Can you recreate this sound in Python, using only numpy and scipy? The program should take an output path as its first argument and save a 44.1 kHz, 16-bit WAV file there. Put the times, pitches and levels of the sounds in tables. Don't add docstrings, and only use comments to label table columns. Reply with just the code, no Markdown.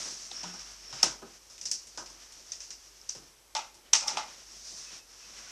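import sys
import numpy as np
from scipy import signal
from scipy.fft import rfft, irfft
from scipy.io import wavfile

SR = 44100
rng = np.random.default_rng(int(sys.argv[2]) if len(sys.argv) > 2 else 0)


def persist_wave(psi):
    counts = np.round(np.clip(psi, -1, 1) * 32767).astype(np.int16)
    wavfile.write(sys.argv[1], SR, np.atleast_2d(counts).T)


N = 242983

# t/s, then level/dB of snap, table, shell, plastic, edge
KNOCKS = [(0.055, -50, -47.5, -48.5, -54, -64), (0.312, -43, -55, -55, -45.5, -62),
          (0.432, -34.5, -45, -38, -40.5, -63), (0.535, -40, -51, -45.5, -59, -62),
          (.5926, -39.5, -72, -62, -50, -66), (0.709, -54, -66, -72, -64, -53),
          (0.926, -38, -52.5, -44, -44.5, -60), (0.962, -41, -69, -67, -57, -60),
          (1.0279, -18.5, -33.5, -29, -25, -26), (1.218, -58, -42.5, -44, -55, -55),
          (1.499, -45, -65, -57.5, -58, -54), (1.579, -43, -74, -70, -50, -50),
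          (1.613, -35.5, -60, -59, -48, -44), (1.6537, -27.5, -54, -60, -43.5, -55),
          (1.713, -24.5, -55, -59, -41.5, -30), (1.8698, -45.5, -58, -71, -55, -46.5),
          (1.974, -32.5, -45, -36.5, -44.5, -58), (2.059, -41, -63, -68, -49, -53),
          (2.1, -42, -53.5, -54, -60, -64), (2.322, -48, -73, -71, -53, -49),
          (2.519, -33.5, -75, -59, -45.5, -56), (2.6035, -35.5, -69, -66, -48, -62),
          (2.704, -36, -59, -59, -46.5, -49), (3.09, -32, -69, -59, -46, -46),
          (3.149, -42, -46.5, -52, -48.5, -50)]
# t/s, then level/dB of snap, table, socket, plastic, edge
PLUG_CONTACTS = [(3.5497, -29, -62, -29, -30.5, -42), (3.5637, -33.5, -55.5, -32, -33, -58),
                 (3.743, -49, -58, -58, -58, -52), (3.9283, -44, -66, -50, -44, -52),
                 (3.9313, -16.5, -54, -28, -20.5, -29), (3.949, -19, -51.5, -48, -45, -48),
                 (4.018, -47, -63, -34.5, -55, -62), (4.057, -41, -56, -38.5, -49, -58),
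                 (4.0734, -34, -65, -44, -47, -41), (4.078, -27.5, -56, -34, -32, -39),
                 (4.1026, -32, -55, -34.5, -47, -55), (4.1708, -32, -51.5, -27, -30.5, -41.5)]
# f/Hz, nominal width/Hz, relative level/dB
SNAP_MODES = [(4910, 1080, 8.5), (6230, 2270, 4.5), (7900, 1900, 4)]
TABLE_MODES = [(125.5, 32, -2), (195, 35, -1), (270, 66, 1), (337.4, 23, 5.5), (426, 158, 0.5)]
SHELL_MODES = [(603, 104, -2.5), (793, 57, 0.5), (944, 72, 1.5), (1090, 63, -5), (1258, 45, 3),
               (1512, 160, -2.5)]
SOCKET_MODES = [(598, 114, -11.5), (792, 94, -7.5), (877, 78, 1), (1169, 85, -9), (1346, 140, -9.5),
                (2090, 57, -11.5), (2426, 70, -13), (2630, 58, -17), (3680, 43, -20)]
PLASTIC_MODES = [(1540, 570, -0.5), (2020, 450, 3.5), (2550, 310, 4.5), (2940, 410, 3.5), (3780, 720, -1)]
EDGE_MODES = [(7900, 2000, 33.5), (12000, 4000, 1)]
ROOM_T60_S = {"snap": 0.3, "table": 0.39, "hollow": 0.32, "plastic": 0.26, "edge": 0.15}
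ROOM_SHARE_DB = {"snap": -7, "table": -7, "hollow": -7, "plastic": -7.5, "edge": -6.5}
# t/s, peak level/dB after the microphone, f/Hz, cycles to the peak
PINGS = [(.3155, -43, 760, 1.5), (.3155, -28, 3750, 1.5), (.437, -47, 178, 6), (.438, -36, 950, 3),
         (.927, -52, 130, 2), (1.0035, -33, 5200, 3), (1.030, -34, 790, 3), (1.031, -28, 1270, 5),
         (1.031, -4, 5300, 3), (1.224, -45, 390, 4), (1.6128, -30, 5900, 2), (1.7147, -15, 6500, 1.5),
         (2.0635, -35, 5300, 1.5), (2.5194, -26, 6100, 2), (3.0147, -38, 5400, 2), (3.0946, -17, 6100, 2),
         (3.17, -62, 135, 2.5), (3.5514, -22, 4000, 1), (3.5675, -21, 5500, 2), (3.862, -57, 3000, 4.5),
         (3.9329, -9, 4600, .5), (3.9347, -4, 6400, 1.5), (3.9372, -5, 5650, 2), (1.0305, -33, 12500, 5),
         (1.7147, -40, 11000, 3), (3.552, -32, 875, 9), (3.934, -18, 3050, 5), (3.9347, -32, 12500, 4),
         (4.079, -42, 11500, 4), (4.0817, -14, 5500, 3), (4.172, -32, 855, 9), (4.1716, -24, 1000, .5),
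         (4.1716, -21, 2700, 1)]
# t/s, f/Hz, level/dB including the full microphone boost
SLIDE = [(.3, 5500, -64), (.36, 5480, -41), (.45, 5440, -49), (.6, 5530, -51), (.78, 5520, -62),
         (.87, 5490, -49), (.96, 5000, -48), (1.02, 5100, -50), (1.04, 5050, -90)]
# t/s, hiss level/dB, body level/dB
RUSTLE = [(0, -38.5, -48.5), (.1, -44, -55.5), (.28, -48, -59.5), (.45, -48, -49), (.77, -52, -58.5),
          (1.0, -49, -51), (1.2, -59, -63), (1.42, -57.5, -65), (1.55, -52.5, -63), (1.89, -53, -63.5),
          (2.15, -55, -60), (2.55, -53, -63.5), (2.8, -58, -66.5), (3.1, -57.5, -65), (3.5, -63.5, -66),
          (3.92, -67, -64), (4.12, -61, -53), (4.3, -55.5, -59.5), (4.75, -41, -56.5), (4.92, -48, -53),
          (5.03, -57.5, -66), (5.51, -49, -53)]
# f/Hz, nominal width/Hz, relative level/dB
CLOTH_HISS = [(4340, 2870, 1.5), (6220, 2250, 3.5), (8290, 1950, -2)]
CLOTH_BODY = [(1035, 520, -2.5), (2025, 1960, -1.5), (2913, 1594, 0)]
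CLOTH_RUMBLE = [(101, 22, -0.5), (192, 66, 3.5), (346, 78, 1.5), (600, 216, 2.5)]
# centre t/s, greatest rms level/dB, f/Hz, duration/s
SQUEAKS = [(4.885, -61, 2610, .04), (5.015, -66, 2580, .05), (5.24, -62, 2590, .035),
           (5.475, -56, 1500, .02)]
# f/Hz, relative spectral level/dB
HISS_SPECTRUM = [(12, -28), (20, -6), (53, -6.5), (143, -10.5), (173, -19), (371, -6.5), (696, -10.5),
                 (889, -9.5), (992, -11), (1540, -15.5), (8120, -14.5), (8810, -16), (13600, -19)]
# t/s, level/dB
HUM_LEVELS = [(0, -66), (1.1, -66), (2.6, -71), (4.3, -71), (4.6, -69), (5.51, -71)]

CONTACT_S, CONTACT_SNAP_DB, CONTACT_DB_PER_DB = 0.0051, -26.5, 0.37
CONTACT_RISE = 0.22
ROOM_BUILD_S = 0.0029
MIC_HZ, MIC_WIDTH_HZ, MIC_BOOST_DB = 5677, 1330, 15.5


def contacts():
    echo_clumps = amp(2.0 * drift(68))
    times, snap_db, table_db, hollow_db, plastic_db, edge_db = np.transpose(KNOCKS + PLUG_CONTACTS)
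    lengths = CONTACT_S * amp(CONTACT_DB_PER_DB * (snap_db - CONTACT_SNAP_DB))
    shell, socket = slice(len(KNOCKS)), slice(len(KNOCKS), None)
    return (struck(times, snap_db, lengths, SNAP_MODES, "snap", echo_clumps)
            + struck(times, table_db, lengths, TABLE_MODES, "table", echo_clumps)
            + struck(times[shell], hollow_db[shell], lengths[shell], SHELL_MODES, "hollow", echo_clumps)
            + struck(times[socket], hollow_db[socket], lengths[socket], SOCKET_MODES, "hollow",
                     echo_clumps)
            + struck(times, plastic_db, lengths, PLASTIC_MODES, "plastic", echo_clumps)
            + struck(times, edge_db, lengths, EDGE_MODES, "edge", echo_clumps))


def struck(times, levels_db, lengths, modes, part, echo_clumps):
    direct_power, room_feed = np.zeros(N), np.full(N, 1e-18)
    t = np.arange(SR // 30) / SR
    for onset, db, length in zip(times, levels_db, lengths):
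        start = round(onset * SR)
        pressing = np.minimum(t / (CONTACT_RISE * length), 1)
        direct_power[start:start + len(t)] += amp(2 * db) * np.exp(-2 * t / length) * pressing ** 2
        room_feed[start] += amp(2 * (db + ROOM_SHARE_DB[part]))
    decay = amp(-120 / (ROOM_T60_S[part] * SR))
    build = np.exp(-1 / (ROOM_BUILD_S * SR))
    room_power = signal.lfilter([1 - build], np.convolve([1, -build], [1, -decay]), room_feed)
    envelope = np.sqrt(direct_power + room_power * echo_clumps)
    return modal_body(envelope * rng.standard_normal(N), modes)


def pings():
    out, t = np.zeros(N), np.arange(SR // 3) / SR
    for onset, db, hz, cycles in PINGS:
        ping = t * np.exp(-t * hz / cycles) * np.sin(2 * np.pi * hz * t)
        out[round(onset * SR):][:len(t)] += amp(db) * ping / np.abs(microphone(ping)).max()
    return out


def shell_slide(width_hz=330):
    hz, level_db = in_time(SLIDE)
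    return amp(level_db - MIC_BOOST_DB) * narrow_noise(hz, width_hz)


def rustle():
    grip = amp(2.5 * drift(4.7) + 0.42 * drift(250))
    hiss_db, body_db = in_time(RUSTLE)
    rumble_db = body_db - 9 + 2.47 * drift(7.8)
    bands = [(hiss_db, CLOTH_HISS), (body_db, CLOTH_BODY), (rumble_db, CLOTH_RUMBLE)]
    return sum(modal_body(amp(db) * grip * rng.standard_normal(N), modes) for db, modes in bands)


def squeaks(jitter_hz=45):
    t = np.arange(N) / SR
    centres, db, hz, length = np.transpose(SQUEAKS)[:, :, None]
    swell = np.sum(amp(db) * np.exp(-(2 * (t - centres) / length) ** 2), axis=0)
    nearest = np.argmin(np.abs(t - centres), axis=0)
    pitch = hz[nearest, 0] + jitter_hz * drift(60)
    return np.sqrt(2) * swell * np.sin(2 * np.pi * np.cumsum(pitch) / SR)


def hiss(level_db=-62):
    hz = np.maximum(np.fft.rfftfreq(N, 1 / SR), 1)
    knot_hz, knot_db = np.transpose(HISS_SPECTRUM)
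    colour = amp(np.interp(np.log(hz), np.log(knot_hz), knot_db))
    return amp(level_db) * rms_one(irfft(rfft(rng.standard_normal(N)) * colour, N))


def hum(mains_hz=49):
    level_db, = in_time(HUM_LEVELS)
    amplitude = np.sqrt(2) * amp(level_db + 2.6 * drift(2.8))
    hz = mains_hz + 0.39 * drift(1.2)
    return amplitude * np.sin(2 * np.pi * np.cumsum(hz) / SR)


def whine(level_db=-79):
    return amp(level_db) * narrow_noise(hz=7866, width_hz=25)


def microphone(x):
    return x + amp(MIC_BOOST_DB) * resonance(x, MIC_HZ, MIC_WIDTH_HZ)


def modal_body(x, modes):
    def respond(force):
        return sum((-1) ** k * amp(db) * resonance(resonance(force, hz, 1.87 * width), hz, 1.87 * width)
                   for k, (hz, width, db) in enumerate(modes))
    impulse_response = microphone(respond(signal.unit_impulse(SR // 10)))
    return respond(x) / np.linalg.norm(impulse_response)


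def resonance(x, hz, width_hz):
    r = np.exp(-np.pi * width_hz / SR)
    feedback = [1, -2 * r * np.cos(2 * np.pi * hz / SR), r * r]
    return signal.lfilter(np.array([1, 0, -1]) * (1 - r * r) / 2, feedback, x)


def narrow_noise(hz, width_hz):
    phase = 2 * np.pi * np.cumsum(hz * np.ones(N)) / SR
    return drift(width_hz) * np.cos(phase) + drift(width_hz) * np.sin(phase)


def drift(corner_hz):
    r = np.exp(-2 * np.pi * corner_hz / SR)
    smoothed = signal.lfilter([1], [1, -2 * r, r * r], rng.standard_normal(N + SR // 4))
    return rms_one(smoothed[SR // 4:])


def in_time(rows):
    times, *columns = np.transpose(rows)
    return [np.interp(np.arange(N) / SR, times, column) for column in columns]


def amp(db):
    return 10 ** (np.asarray(db) / 20)


def rms_one(x):
    return x / np.sqrt(np.mean(x ** 2) + 1e-20)


def scene():
    return (contacts() + pings() + shell_slide() + squeaks() + rustle())[None]


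def record(dry):
    ceiling, stopband_hz = 0.85, 14100
    mixed = whine() + microphone(dry) + hiss() + hum()
    rounded = ceiling * np.tanh(mixed / ceiling)
    return signal.sosfilt(signal.cheby2(14, 40, stopband_hz, fs=SR, output="sos"), rounded)


dry = scene()
out = record(dry)
persist_wave(out)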